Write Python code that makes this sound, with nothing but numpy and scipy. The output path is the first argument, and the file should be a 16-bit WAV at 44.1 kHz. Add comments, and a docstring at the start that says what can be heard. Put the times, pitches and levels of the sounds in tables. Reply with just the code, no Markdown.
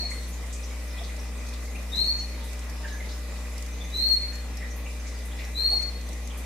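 """The ringing end of a bird's rising whistle opens the scene, over an electric hum and an even outdoor hiss.
Three more sharp whistles follow: nearly pure tones that slide up and ring among trunks and walls.
The machine is a stack of sines at mains pitch plus fan noise; the air is filtered noise.
Small birds chirp far off as short hoarse glides with echoes.
Faint dry ticks and crackles from the bark are short puffs of noise."""
import sys
import numpy as np
from scipy import signal
from scipy.fft import rfft, irfft, next_fast_len
from scipy.io import wavfile
from scipy.ndimage import uniform_filter1d, map_coordinates

SR = 44100
rng = np.random.default_rng(int(sys.argv[2]) if len(sys.argv) > 2 else 0)


def int16_out(signal):
    """Quantize to a 16-bit WAV file."""
    q = np.round(np.clip(np.atleast_2d(signal).T, -1, 1) * 32767)
    wavfile.write(sys.argv[1], SR, q.astype(np.int16))


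N = 284445


def amp(db):
    """Turns decibels into a gain."""
    return 10 ** (np.asarray(db) / 20)


def unit(x):
    """Scales a sound to an rms of 1."""
    return x / np.sqrt(np.mean(x ** 2) + 1e-20)


def along(points, hz):
    """Reads a curve of (Hz, value) points at any frequency, on a log axis."""
    f, v = np.transpose(points)
    return np.interp(np.log(hz + 1), np.log(f + 1), v)


def wobble(rate, size=N):
    """A smooth random curve through `rate` random points a second."""
    knots = rng.standard_normal(int(size * rate / SR) + 4)
    return map_coordinates(knots, [np.arange(size) * rate / SR])


def filtered(x, response):
    """Multiplies the spectrum of x by a response, which is a function of frequency."""
    size = x.shape[-1]
    m = next_fast_len(size + 8192)
    spectrum = rfft(x, m) * response(np.fft.rfftfreq(m, 1 / SR))
    return irfft(spectrum, m)[..., :size]


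def lean(left_db):
    """Left and right gains that make the left louder by left_db."""
    return amp([[left_db / 2], [-left_db / 2]])


def add(track, s, sound):
    """Mixes a sound into a stereo track at time s, dropping what falls outside the track."""
    at = round(s * SR)
    part = sound[:, max(-at, 0):N - at]
    track[:, max(at, 0):max(at, 0) + part.shape[1]] += part


# How alike wide noise is in the two ears.
# Each row: frequency in Hz, likeness of left and right (1 the same, 0 unrelated, below 0 opposed).
LIKENESS = [(60, 0.77), (120, 0.65), (250, 0.73), (500, 0.78), (1000, 0.66), (2000, 0.29), (4000, 0.26),
            (7500, -0.18), (14000, -0.42)]


def rush(colour, patchy_db):
    """Stereo noise of rms 1, patchy in time and pitch, with left and right most alike in the lower range."""
    z = signal.stft(rng.standard_normal((2, N)), nperseg=512)[2]
    patches = rng.standard_normal(z.shape[1:])
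    patches = uniform_filter1d(patches, size=9, axis=0)  # blurred over frequency
    patches = uniform_filter1d(patches, size=12, axis=1)  # blurred over time
    pair = signal.istft(z * amp(patchy_db * unit(patches)), nperseg=512)[1][:, :N]

    def mid_side_response(hz):
        # this angle shares the power between mid and side to give the wanted likeness
        angle = np.arccos(np.clip(along(LIKENESS, hz), -1, 1)) / 2
        return colour(hz) * np.array([np.cos(angle), np.sin(angle)])

    mid, side = filtered(pair, mid_side_response)
    return unit(np.array([mid + side, mid - side]))


# How long the yard rings.
# Each row: frequency in Hz, time in seconds for the echoes to fade by 60 dB.
YARD_RING = [(500, 0.13), (2000, 0.63), (4300, 0.5), (9000, 0.41), (14000, 0.16)]


def yard(x, wet_db, near_gain, build_s=0.0031, near_s=0.0026):
    """The direct sound, a dense cluster of reflections from nearby trunks, and a longer tail from the walls."""
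    hz, t, z = signal.stft(rng.standard_normal((3, SR * 3 // 4)), SR, nperseg=256)
    fade = amp(-60 * t / along(YARD_RING, hz)[:, None])
    build_up = 1 - np.exp(-t / build_s)
    near_cluster = 1 + near_gain * np.exp(-t / near_s)
    shape = fade * build_up * near_cluster
    left, right, shared = signal.istft(z * shape, SR, nperseg=256)[1]
    tail = np.array([left, right]) + 0.43 * shared
    echo = amp(wet_db) * tail / np.linalg.norm(tail[0])
    echo[:, 0] += 1  # the direct sound
    return signal.fftconvolve(x[None], echo, axes=1) / np.hypot(1, amp(wet_db))


# The bird's rising whistles; the first starts before the scene, so only its ringing is heard.
# Each row: start in seconds, length in seconds, starting pitch in Hz, top pitch in Hz,
# climb time in seconds, final level in dB before the fades and left-right lean, swell from start to end in dB.
WHISTLE_CALLS = [ (-0.22, 0.2, 3824, 4374, 0.22, -22, 0.5), (1.904, 0.212, 3590, 4362, 0.2, -21.8, 3.5),
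                 (3.908, 0.248, 3717, 4326, 0.2, -17.5, 8), (5.53, 0.23, 3870, 4343, 0.18, -19.5, 6), ]
ATTACK_S, RELEASE_S = 0.058, 0.018  # every whistle fades in and is cut short alike
EASING = 2.2  # how strongly the climb slows towards the top pitch
SWELL_CURVE = 1.74  # above 1, the swell comes late
DROOP_HZ, DROOP_S = 66, 0.02  # the pitch sags as the whistle ends


def whistles(quaver_hz=8, climb_quaver_hz=80, rasp_hz=16, second_db=-27, third_db=-28, climb_bright_db=5):
    """A nearly pure tone slides up, swells and sags at its end; it is rougher and brighter as it climbs."""
    out = np.zeros((2, N))
    for s, length, start_hz, top_hz, climb_s, db, swell_db in WHISTLE_CALLS:
        t = np.arange(0, length, 1 / SR)
        climbing = np.clip(1 - t / climb_s, 0, 1) ** EASING  # 1 at the start, 0 at the top
        strain = np.sqrt(climbing)

        droop = DROOP_HZ * np.exp((t - length) / DROOP_S)
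        pitch = top_hz - (top_hz - start_hz) * climbing - droop
        quaver = (quaver_hz + climb_quaver_hz * strain) * wobble(261.3, size=len(t))
        rasp = rasp_hz * wobble(651, size=len(t))
        phase = 2 * np.pi * np.cumsum(pitch + quaver + rasp) / SR

        second = amp(second_db) * np.sin(2 * phase)
        third = amp(third_db + climb_bright_db * strain) * np.sin(3 * phase)
        tone = np.sin(phase) + second + third

        fade_in = np.sin(np.pi / 2 * np.minimum(t / ATTACK_S, 1)) ** 2
        cut_off = np.minimum((length - t) / RELEASE_S, 1)
        level = amp(db - swell_db * (1 - (t / length) ** SWELL_CURVE))
        call = fade_in * cut_off * level * unit(tone)

        heard = yard(call, wet_db=5.5, near_gain=0.99)
        # echoes spread the energy, adding none
        same_energy = np.linalg.norm(call) / np.linalg.norm(heard, axis=1, keepdims=True)
        add(out, s, heard * same_energy)
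    return out * lean(left_db=3.0)


MAINS_HZ = 60
# The hum and its overtones. Each row: multiple of the mains pitch, relative level in dB.
HUM_OVERTONES = [(1, 1), (2, -29), (3, -20.5), (4, -20), (5, -24.5), (6, -36.5), (7, -29.5), (8, -25.5),
                 (9, -28.5), (10, -25), (11, -42), (12, -50), (13, -32)]
# The machine's wavering upper tones. Each row: pitch in Hz, level in dB before whine_db and wavering.
WHINE_TONES = [(1082, -67), (1200, -65.5), (1685, -67.5), (1983, -60.5), (2041, -61), (2344, -64),
               (2450, -66.5)]
# The casing's resonances, which colour the fan noise.
# Each row: centre in Hz, width in Hz, relative level in dB.
CASING_RESONANCES = [(1760, 350, -40), (1968, 240, 6.5), (2462, 300, 4.5)]


def machine(hum_db=-33, overtone_waver_db=1.0, whine_db=-2, fan_db=-53.0):
    """A firm mains hum with a buzz of overtones, wavering upper tones and fan noise in the casing."""
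    t = np.arange(N) / SR
    hum = np.zeros(N)
    for order, db in HUM_OVERTONES:
        unsteady = order > 1  # the fundamental holds still
        phase = 2 * np.pi * (order * MAINS_HZ * t + rng.random()) + unsteady * 0.25 * wobble(4.2)
        level = amp(db + unsteady * overtone_waver_db * wobble(3.117))
        hum += level * np.sin(phase)

    whine = np.zeros(N)
    for hz, db in WHINE_TONES:
        tone = unit(np.sin(2 * np.pi * hz * t + 1.4 * wobble(14)))
        whine += amp(db) * tone * amp(2.4 * wobble(3.38))

    def casing(hz):
        return sum(amp(db) / (1 + ((hz - centre) / (width / 2)) ** 2)
                   for centre, width, db in CASING_RESONANCES)

    fan = amp(fan_db) * rush(casing, patchy_db=2.5)
    return (amp(hum_db) * unit(hum) + amp(whine_db) * whine + fan) * lean(left_db=1.07)


# The colour of the distant low rumble. Each row: frequency in Hz, relative level in dB per Hz.
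RUMBLE_COLOUR = [(15, -10), (35, -6), (60, -1.5), (130, -1), (280, -1.5), (380, -5), (520, -3.5),
                 (750, -7.5), (1150, -8), (1500, -10), (3000, -12.5), (8000, -45)]
# The colour of the outdoor hiss, which also tints the ticks.
# Each row: frequency in Hz, relative level in dB per Hz.
HISS_COLOUR = [(400, -49), (1500, -25), (3100, -13), (3600, 0), (4500, -2.5), (6200, -0.5), (8000, -3),
               (10300, -5), (11400, -5), (13500, -9.5), (15700, -18.5)]


def air(rumble_db=-46.5, hiss_db=-47.5, calming_db_per_s=0.21):
    """Noise as a distant low rumble and a soft, slightly restless hiss of leaves that slowly calms."""
    rumble = amp(rumble_db) * rush(lambda hz: amp(along(RUMBLE_COLOUR, hz)), patchy_db=1.9)
    breeze_db = hiss_db - calming_db_per_s * np.arange(N) / SR + 0.42 * wobble(3.35)
    hiss = amp(breeze_db) * rush(lambda hz: amp(along(HISS_COLOUR, hz)), patchy_db=1.84)
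    return rumble * lean(left_db=0.6) + hiss


# The nearest of the distant chirps and low hoots.
# Each row: start in seconds, length in seconds, middle pitch in Hz, glide in octaves (below 0 falls),
# level in dB, hoarseness as a share of the pitch.
CHIRP_NOTES = [ (0.023, 0.031, 671, 0.012, -47, 0.11), (0.109, 0.018, 2103, -0.11, -38.5, 0.067),
               (0.628, 0.029, 5900, -.1, -46, 0.064), (0.971, 0.037, 3440, 0.059, -46.5, 0.075),
               (0.997, 0.031, 675, 0.055, -46, 0.091), (1.087, 0.032, 2115, -0.018, -47.5, 0.12),
               (1.747, 0.026, 2485, 0.21, -43, 0.062), (2.18, 0.043, 6030, -0.23, -47.5, 0.074),
               (2.353, 0.14, 924, -0.033, -55.5, 0.054), (2.742, 0.25, 913, -.06, -56, 0.04),
               (2.832, 0.041, 1720, -0.062, -41.5, 0.07), (2.903, 0.062, 1680, -0.019, -47.5, 0.038),
               (2.998, 0.022, 2044, -0.12, -42, 0.041), (3.8, 0.035, 3540, -0.045, -47, 0.028),
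               (4.314, 0.038, 1816, -0.01, -48, 0.072), (4.602, 0.056, 1917, -0.13, -43.5, 0.047),
               (4.853, 0.031, 2390, -0.11, -44.5, 0.076), (4.993, 0.014, 6260, 0.018, -49, 0.03),
               (5.309, .03, 3310, 0.058, -51, .09), (5.377, 0.055, 2180, -0.25, -45, 0.17),
               (5.708, 0.045, 685, -0.012, -42, 0.19), (6.295, 0.032, 3150, 0.21, -49.5, 0.06), ]


def chirps():
    """Far birds: short glides made hoarse by a jittering pitch, with echoes nearly as strong as the notes."""
    out = np.zeros((2, N))
    for s, length, pitch, glide, db, hoarse in CHIRP_NOTES:
        u = np.linspace(-.5, .5, max(int(length * SR), 64))  # from start to end of the note
        hz = pitch * 2 ** (glide * u) * (1 + hoarse * wobble(638, size=len(u)))
        note = np.cos(np.pi * u) * np.sin(2 * np.pi * np.cumsum(hz) / SR)
        add(out, s, yard(amp(db) * unit(note), wet_db=-2.0, near_gain=1.9))
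    return out


def chatter(count, pitch_hz, level_db, range_octaves, hoarse, spread_db):
    """Still farther birds: short hoarse glides, one at a random moment in each equal slice of the scene."""
    dry, t = np.zeros((2, N)), np.linspace(-.5, .5, SR // 40)
    for k, (when, high, glide, loud) in enumerate(rng.random((count, 4))):
        octaves = range_octaves * (high - .5) + .5 * (glide - .5) * t
        hz = pitch_hz * 2 ** octaves * (1 + hoarse * wobble(681, size=len(t)))
        note = np.cos(np.pi * t) * np.sin(2 * np.pi * np.cumsum(hz) / SR)
        start_s = (k + when) / count * N / SR
        add(dry, start_s, amp(level_db + spread_db * loud) * unit(note)[None])
    return yard(dry[0], wet_db=-1.5, near_gain=1.5)[:, :N]


def crumbs(count=45, level_db=-56, t60=.04):
    """Tiny crackles of bark and seed: fast-fading noise at random moments, brightened by a filter."""
    out, t = np.zeros((2, N)), np.arange(SR // 10) / SR
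    for when, loud in rng.random((count, 2)):
        fade = amp(level_db + 11 * loud ** 2 - 60 * t / t60)
        add(out, when * N / SR, fade * rng.standard_normal((2, len(t))))
    colour = [(1500, -20), (5000, 16), (12000, 8), (15700, -12)]  # (Hz, dB)
    return filtered(out, lambda hz: amp(along(colour, hz)))


# The clearest dry ticks and scratches on the bark.
# Each row: start in seconds, level in dB before the fades and left-right lean,
# centre in Hz before the hiss colour tints it, time in seconds for a 60 dB fade.
BARK_TICKS = [ (0.099, -44.5, 8300, 0.62), (0.278, -47, 11400, 0.28), (0.525, -40, 7040, 0.32),
              (1.035, -44.5, 4000, 0.35), (1.532, -45, 3260, 0.22), (1.955, -43, 5570, 0.23),
              (2.401, -50, 3220, 0.81), (2.437, -48, 10500, 0.4), (2.874, -46.5, 4350, 0.55),
              (3.088, -42.5, 3770, 0.23), (4.759, -48, 13400, 0.3), (5.066, -45, 5600, 0.45),
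              (5.25, -46.5, 11200, 0.2), (5.386, -46, 4150, 0.34), (6.372, -45.5, 11500, 0.25), ]


def ticks(width_octaves=0.38, attack_s=0.0026):
    """Each tick on the bark is a quick puff of noise in one band, without echoes."""
    out, t = np.zeros((2, N)), np.arange(SR // 3) / SR
    for s, db, centre, t60 in BARK_TICKS:
        def band(hz):
            octaves_off = np.log2((hz + 1) / centre)
            return np.exp(-.5 * (octaves_off / width_octaves) ** 2) * amp(along(HISS_COLOUR, hz))

        # separate noise on each side plus noise common to both
        noise = rng.standard_normal((2, len(t))) + rng.standard_normal(len(t))
        grit = unit(filtered(noise, band))
        add(out, s, grit * amp(db - 60 * t / t60) * (1 - np.exp(-t / attack_s)))
    return out * lean(left_db=1.0)


def scene():
    """Birds and bark sounds over the machine and the outdoor air."""
    twitter = chatter(count=36, pitch_hz=5950, level_db=-57.0, range_octaves=.5, hoarse=0.053, spread_db=8.5)
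    cheeps = chatter(count=22, pitch_hz=2180, level_db=-55.5, range_octaves=0.334, hoarse=0.049, spread_db=6)
    return whistles() + machine() + air() + chirps() + twitter + cheeps + crumbs() + ticks()


TOP_HZ = 15750


def record(dry):
    """Keeps nothing at or above the top frequency."""
    return filtered(dry, lambda hz: hz < TOP_HZ)


dry = scene()
out = record(dry)
int16_out(out)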